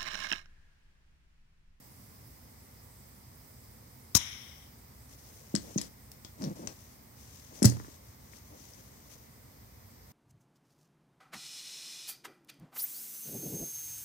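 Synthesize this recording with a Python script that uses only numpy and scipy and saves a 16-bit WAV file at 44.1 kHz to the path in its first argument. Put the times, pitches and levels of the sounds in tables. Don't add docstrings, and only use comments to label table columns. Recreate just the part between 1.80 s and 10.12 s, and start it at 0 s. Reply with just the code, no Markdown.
import sys
import numpy as np
from scipy import signal
from scipy.fft import rfft, irfft, next_fast_len
from scipy.io import wavfile
from scipy.ndimage import map_coordinates

SR = 44100
rng = np.random.default_rng(int(sys.argv[2]) if len(sys.argv) > 2 else 0)


def log_audio(samples):
    frames = np.atleast_2d(samples).T
    limited = np.clip(frames, -1, 1)
    pcm = np.round(limited * 32767).astype(np.int16)
    wavfile.write(sys.argv[1], SR, pcm)


N = 366912
TIME = np.arange(N) / SR
RELEASE_S = 2.3512


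def from_db(db):
    return 10 ** (np.asarray(db) / 20)


def bin_gains(spectrum, size):
    hz, *columns = np.transpose(spectrum)
    grid = np.log(np.fft.rfftfreq(size, 1 / SR) + 1)
    return from_db([np.interp(grid, np.log(hz), db) for db in columns])


def colour(x, spectrum):
    size = next_fast_len(N + SR // 2, real=True) * 2
    cepstrum = irfft(np.log(bin_gains(spectrum, size)))
    cepstrum[:, 1:size // 2] *= 2
    cepstrum[:, size // 2 + 1:] = 0
    return irfft(rfft(x, size) * np.exp(rfft(cepstrum)))[:, :N]


def noise(spectrum):
    size = next_fast_len(N, real=True)
    density = bin_gains(spectrum, size) * np.sqrt(SR / 2)
    white = rng.standard_normal((len(density), size))
    return irfft(rfft(white) * density, size)[:, :N]


def drift(rate_hz):
    return np.interp(TIME * rate_hz, np.arange(N), rng.standard_normal(N))


def decay(age_s, t60_s):
    return np.exp(-np.log(1000) * age_s / t60_s)


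def envelope(start_s, attack_s, hold_s, t60_s):
    age_s = TIME - start_s
    swell = np.clip(age_s / attack_s, 0, 1) ** 2
    return swell * decay(np.maximum(age_s - attack_s - hold_s, 0), t60_s)


def resonate(x, hz, t60_s):
    radius = decay(1 / SR, t60_s)
    zeros = np.array([1, 0, -1]) * (1 - radius ** 2) / 2
    poles = [1, -2 * radius * np.cos(2 * np.pi * hz / SR), radius ** 2]
    return signal.lfilter(zeros, poles, x + 1e-18)


def air_band(hz, width_hz, left_db, right_db):
    t60_s = np.log(1000) / (np.pi * width_hz)
    white = rng.standard_normal((2, N)) * np.sqrt(SR / 2)
    return from_db([[left_db], [right_db]]) * resonate(resonate(white, hz, t60_s), hz, t60_s)


def contact(fade_s, grit):
    t = TIME[:SR // 20]
    burst = np.exp(-t / fade_s) * rng.standard_normal((2, len(t)))
    impulse = np.sqrt((1 - grit) * fade_s * SR / 2) * (t == 0)
    return np.sqrt(grit) * burst + impulse


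def placed(start_s, sound):
    out, start = np.zeros((2, N)), int(start_s * SR)
    out[:, start:start + sound.shape[-1]] = sound
    return out


def lowpass(x, hz, order):
    return signal.sosfilt(signal.butter(order, hz, fs=SR, output="sos"), x)


def workshop(x, wet_db, t60_s, wall_hz):
    t = TIME[:SR // 2]
    build_up = 1 - np.exp(-t / 0.0015)
    tail = rng.standard_normal((2, len(t))) * decay(t, t60_s) * build_up
    tail /= np.sqrt(np.sum(tail ** 2, axis=1, keepdims=True))
    tail = lowpass(tail, wall_hz, order=1)
    return x + from_db(wet_db) * signal.fftconvolve(np.atleast_2d(x), tail, axes=1)[:, :N]


# frequency in Hz, density in dB/Hz.
ROOM_RUMBLE = [(20, -112), (35, -93.5), (60, -75.5), (85, -77), (125, -77), (165, -86.5), (235, -83),
               (320, -93.5), (550, -95.5), (1100, -104), (3000, -120)]
# frequency in Hz, left and right density in dB/Hz.
MIC_HISS = [(30.2, -104, -104), (89, -99, -87.5), (460, -96, -99), (1016, -100, -93), (1520, -104, -100),
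            (2060, -94.5, -101), (2690, -107, -107), (3880, -104, -106), (6000, -99, -108),
            (8100, -107, -107), (13300, -108, -107), (14200, -108, -102)]
# frequency in Hz, RMS level in dB.
MIC_WHINE = [(13700, -70), (13995, -60)]


def background(waver_hz=30):
    whine = []
    for hz, db in MIC_WHINE:
        cycles = np.cumsum(hz + waver_hz * drift(120)) / SR
        whine.append(from_db(db) * np.sqrt(2) * np.sin(2 * np.pi * cycles))
    return noise(ROOM_RUMBLE) + noise(MIC_HISS) + np.array(whine)


# centre in Hz, width in Hz, left and right density in dB/Hz.
LEAK_BANDS = [(5010, 860, -101, -98.5), (5870, 220, -101, -115), (8120, 1600, -116, -96),
              (10050, 990, -112, -95), (11370, 700, -114, -97.5), (15400, 3100, -114, -90.5)]


def leak(flutter_db=2.5, fade_db_per_s=0.9):
    whistle = sum(air_band(*band) * from_db(flutter_db * drift(25)) for band in LEAK_BANDS)
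    return whistle * from_db(-fade_db_per_s * np.maximum(TIME - RELEASE_S, 0))


# delay in seconds, crack gain in dB, air slug peak in dB,
# slug width in seconds.
SEAL_POPS = [(0, 8, -24.5, 0.00046), (.0032, 4, -18.5, 0.0014)]
# frequency in Hz,
# left and right level in dB, T60 in seconds.
POP_RINGS = [(86, -17.5, -21, 0.061), (3950, -6.5, -28, 0.014)]
# frequency in Hz, left and right density in dB/Hz.
JET_SPECTRUM = [(130, -57, -74), (730, -73, -87), (1000, -59.5, -61), (1400, -66, -77.5),
                (3320, -65.5, -75), (4020, -63.5, -67), (4370, -59, -70), (5420, -46, -71),
                (6200, -47.5, -75), (7600, -57, -75), (11700, -62, -61), (15600, -68, -66)]


def pop_and_jet(jet_db=-3.5, attack_s=0.0061, crack_s=0.00126):
    flow = from_db(jet_db) * envelope(RELEASE_S - attack_s, attack_s, hold_s=0.022, t60_s=0.031)
    slugs = rings = 0
    for delay_s, crack_db, slug_db, slug_s in SEAL_POPS:
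        age_s = TIME - RELEASE_S - delay_s
        crack = from_db(crack_db) * np.exp(-(age_s / crack_s) ** 2)
        flow = np.hypot(flow, crack)
        swing = age_s / slug_s
        slugs += from_db(slug_db) * swing * np.exp((1 - swing ** 2) / 2)
    ring_age_s = np.maximum(TIME - RELEASE_S + crack_s / 2, 0)
    for hz, left_db, right_db, t60_s in POP_RINGS:
        ring = decay(ring_age_s, t60_s) * np.sin(2 * np.pi * hz * ring_age_s)
        rings += from_db([[left_db], [right_db]]) * ring
    return workshop(noise(JET_SPECTRUM) * flow + slugs + rings, wet_db=-16, t60_s=0.35, wall_hz=7000)


# centre in Hz, width in Hz, left and right density in dB/Hz.
DRAIN_BANDS = [(950, 1500, -84.5, -89), (1630, 220, -83.5, -86), (2160, 540, -75.5, -75.5),
               (3240, 650, -72, -85), (3690, 580, -73.5, -88), (5490, 500, -70, -86.5),
               (5950, 750, -72.5, -97.5), (10500, 4000, -89, -92)]


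def drain(gain_db=2, flutter_db=1.2, sag_per_s=0.064, empty_s=3.03, taper_s=0.21):
    flow = from_db(gain_db) * envelope(RELEASE_S, attack_s=0.036, hold_s=0.018, t60_s=1.21)
    flow *= np.clip((empty_s - TIME) / taper_s, 0, 1)
    rush = sum(air_band(*band) * from_db(flutter_db * drift(40)) for band in DRAIN_BANDS)
    pitch_ratio = 1 - sag_per_s * np.clip(TIME - RELEASE_S, 0, empty_s - RELEASE_S)
    return flow * np.array([map_coordinates(side, [np.cumsum(pitch_ratio)]) for side in rush])


def stroke(start_s, length_s, roundness):
    progress = np.clip((TIME - start_s) / length_s, 0, 1)
    return (4 * progress * (1 - progress)) ** roundness


def stick_slip(rate_hz=150, rate_spread=0.3, judder_db=3):
    slip_count = np.cumsum(rate_hz * np.exp(rate_spread * drift(rate_hz))) / SR
    jerks = np.diff(np.floor(slip_count), prepend=0) * from_db(judder_db * drift(rate_hz))
    return jerks * SR / np.sqrt(2 * rate_hz)


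# start and length in seconds, swish and scuff gain in dB.
MAT_STROKES = [(3.292, 0.064, 3.5, -11), (3.375, 0.44, 3.5, -9), (3.813, 0.27, 8.5, 2.5),
               (4.579, 0.16, 4.5, 4.5), (4.753, 0.18, 7, 8), (4.848, 0.32, 0.5, -14), (5.361, 0.83, 5, -20),
               (5.712, 0.26, 5.5, 6), (5.888, 0.466, -1, -11), (6.518, 0.074, 3.5, -7),
               (6.394, 1.08, -0.5, -9.5), (6.704, 0.065, -12, 4), (6.793, 0.22, 1.5, -8),
               (7.3, 0.06, 6.5, -16)]
# frequency in Hz, left and right density in dB/Hz.
SWISH_SPECTRUM = [(770, -112, -114), (2040, -108, -109), (4650, -102, -110), (6100, -93.5, -108),
                  (7700, -102, -110), (16100, -112, -112)]
# frequency in Hz, density in dB/Hz.
SCUFF_SPECTRUM = [(120, -100), (300, -84.5), (400, -90.5), (520, -83.5), (660, -89.5), (5000, -130)]
# start and length in seconds, gain in dB.
GUARD_RUBS = [(4.587, 0.15, 1), (4.764, 0.12, -11)]
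# frequency in Hz, gain in dB.
RUB_FILTER = [(50, -108), (120, -63.5), (200, -58), (310, -62.5), (420, -76), (530, -67), (700, -79),
              (6000, -112)]


def dragging(grain_db=2, unevenness_db=2, scuff_grain_db=3):
    force = sum(from_db(db) * stroke(start_s, length_s, roundness=1)
                for start_s, length_s, db in GUARD_RUBS)
    rub = colour(stick_slip() * force, RUB_FILTER)
    swish_gain = scuff_gain = 0
    for start_s, length_s, swish_db, scuff_db in MAT_STROKES:
        speed = stroke(start_s, length_s, roundness=0.19)
        swish_gain = np.hypot(swish_gain, from_db(swish_db) * speed)
        scuff_gain = np.hypot(scuff_gain, from_db(scuff_db) * speed)
    nap = from_db(grain_db * drift(220) + unevenness_db * drift(25))
    swish = noise(SWISH_SPECTRUM) * swish_gain * nap
    scuff = noise(SCUFF_SPECTRUM) * scuff_gain * from_db(scuff_grain_db * drift(80))
    return rub + swish + scuff


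def thud(start_s, db, hz, glide=2.8, glide_cycles=0.29, swell_cycles=0.62):
    out, start = np.zeros(N), int(start_s * SR)
    cycles = TIME[:SR // 4] * hz
    phase = cycles + glide * glide_cycles * (1 - np.exp(-cycles / glide_cycles))
    swell = cycles / swell_cycles
    out[start:start + len(cycles)] = from_db(db) * swell * np.exp(1 - swell) * np.sin(2 * np.pi * phase)
    return out


# start in seconds, envelope peak in dB, final pitch in Hz.
INFLATOR_KNOCKS = [(3.7411, -21.5, 168), (3.9591, -23, 157), (3.981, -40, 204), (4.670, -30, 163),
                   (4.793, -39, 282), (4.852, -44, 260), (5.8206, -17, 191), (5.8424, -17, 205),
                   (5.849, -9.5, 106), (5.8968, -31.5, 214)]
# frequency in Hz, gain in dB, T60 in seconds.
BENCH_MODES = [(85.7, -5, 0.48), (118.4, 1, 0.3), (208.7, 4.5, 0.18), (283.5, 2, 0.16), (341, 4.5, 0.13),
               (428, -12, 0.14), (540, 2.5, 0.11), (598, 5.5, 0.18)]


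def bench_knocks():
    blows = sum(thud(*knock) for knock in INFLATOR_KNOCKS)
    rings = sum(from_db(db) * resonate(blows, hz, t60_s) for hz, db, t60_s in BENCH_MODES)
    return workshop(blows + rings, wet_db=-12, t60_s=0.36, wall_hz=2000)


# start in seconds, relative click and ring level in dB, cutoff in Hz.
FITTING_CLICKS = [(3.7517, -11.5, -4, 8000), (3.762, -33, -24, 7560), (3.9846, -16, -13, 7000),
                  (4.0143, -18.5, -15, 10500), (4.3168, -32.5, -39, 15000), (4.4483, -23, -43, 7000),
                  (4.621, -24.5, -33, 6760), (4.64, -21.5, -25, 6500), (4.873, -19, -28, 8000),
                  (5.828, -12, -4.5, 10500), (5.8457, -12, -12, 9000), (5.849, -12.5, 0, 9000),
                  (5.854, -6.5, 2, 15500), (5.857, -10, -7, 11200)]
# frequency in Hz, left and right gain in dB.
CLICK_FILTER = [(296, 2.5, 0), (1370, -10.5, -11), (2780, -10, -14), (3400, -7, -15), (4300, -1, -6),
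                (5400, 5, -9), (6500, 1.5, -10), (8000, -2.5, -6), (10100, -3, 3.5)]
# frequency in Hz, left and right gain in dB.
INFLATOR_MODES = [(2000, -14.5, -26), (5300, -3, -20), (6820, -0.5, -26), (7940, 1.5, -14),
                  (10110, 1.5, -16), (14300, 3, -3)]


def fitting_clicks(click_gain_db=-2.5, ring_t60_s=0.021, ring_send=0.45):
    taps = blows = 0
    for start_s, click_db, ring_db, cutoff_hz in FITTING_CLICKS:
        tap = lowpass(contact(fade_s=0.0017, grit=0.82), cutoff_hz, order=4)
        blow = lowpass(contact(fade_s=0.0044, grit=0.6), cutoff_hz, order=4)
        taps += placed(start_s, from_db(click_db) * tap)
        blows += placed(start_s, from_db(ring_db) * blow)
    clicks = from_db(click_gain_db) * colour(taps, CLICK_FILTER)
    rings = sum(from_db([[left_db], [right_db]]) * resonate(blows, hz, ring_t60_s)
                for hz, left_db, right_db in INFLATOR_MODES)
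    in_room = workshop(clicks + ring_send * rings, wet_db=-3, t60_s=0.2, wall_hz=8600)
    return in_room + (1 - ring_send) * rings


# start in seconds, tap level in dB, pitch in Hz.
CATCH_PINGS = [(3.7617, 1.5, 5360), (3.9777, -3, 6150), (3.9825, 0, 6260), (4.631, -17, 5700),
               (4.648, -15.5, 5640), (4.873, -5, 6200), (5.822, -15, 5800), (5.845, -1, 5900),
               (5.8573, 5, 6000), (5.899, -3, 6300), (6.535, -25, 2000), (6.936, -25.5, 5600)]


def catch_pings(t60_s=0.003, right_db=-23):
    pings = 0
    for start_s, db, hz in CATCH_PINGS:
        tap = from_db(db) * contact(fade_s=0.0016, grit=0.29)
        pings += placed(start_s, resonate(resonate(tap, hz, t60_s), hz, t60_s))
    return workshop(pings * from_db([[0], [right_db]]), wet_db=-18, t60_s=0.16, wall_hz=9000)


# start in seconds, relative tick level in dB, thump level in dB.
GAUGE_TICKS = [(5.8215, -27, -50), (5.8445, -19.5, -45), (5.9215, -33, -35), (5.9693, -37, -50),
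               (5.9995, -33, -39), (6.0468, -36, -48), (6.0818, -44, -42)]
# frequency in Hz, gain in dB.
TICK_FILTER = [(150, -24), (450, -4), (900, 17.5), (1950, 12), (2900, -14), (12000, -45)]


def gauge_rocking(tick_gain_db=-2, thump_hz=270):
    ticks = thumps = 0
    for start_s, tick_db, thump_db in GAUGE_TICKS:
        ticks += placed(start_s, from_db(tick_db + tick_gain_db) * contact(fade_s=0.00059, grit=0.08))
        thumps += thud(start_s, thump_db, thump_hz)
    return workshop(colour(ticks, TICK_FILTER) + thumps, wet_db=-8, t60_s=0.27, wall_hz=4000)


def shade_right(x, hz=560, t60_s=0.0045, depth=0.47):
    left, right = x
    return np.array([left, right - depth * resonate(right, hz, t60_s)])


def scene(right_lag_s=0.0004):
    air = leak() + pop_and_jet() + drain()
    bench = shade_right(bench_knocks() + dragging())
    hardware = fitting_clicks() + catch_pings() + gauge_rocking()
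    left, right = air + bench + hardware + background()
    return np.array([left, np.interp(TIME - right_lag_s, TIME, right)])


def record(dry, highpass_hz=38, ceiling=0.85, lowpass_hz=15800):
    thinned = signal.sosfilt(signal.butter(2, highpass_hz, "high", fs=SR, output="sos"), dry)
    rounded = ceiling * np.tanh(thinned / ceiling)
    return signal.sosfilt(signal.ellip(10, 0.1, 80, lowpass_hz, fs=SR, output="sos"), rounded)


dry = scene()
out = record(dry)
log_audio(out)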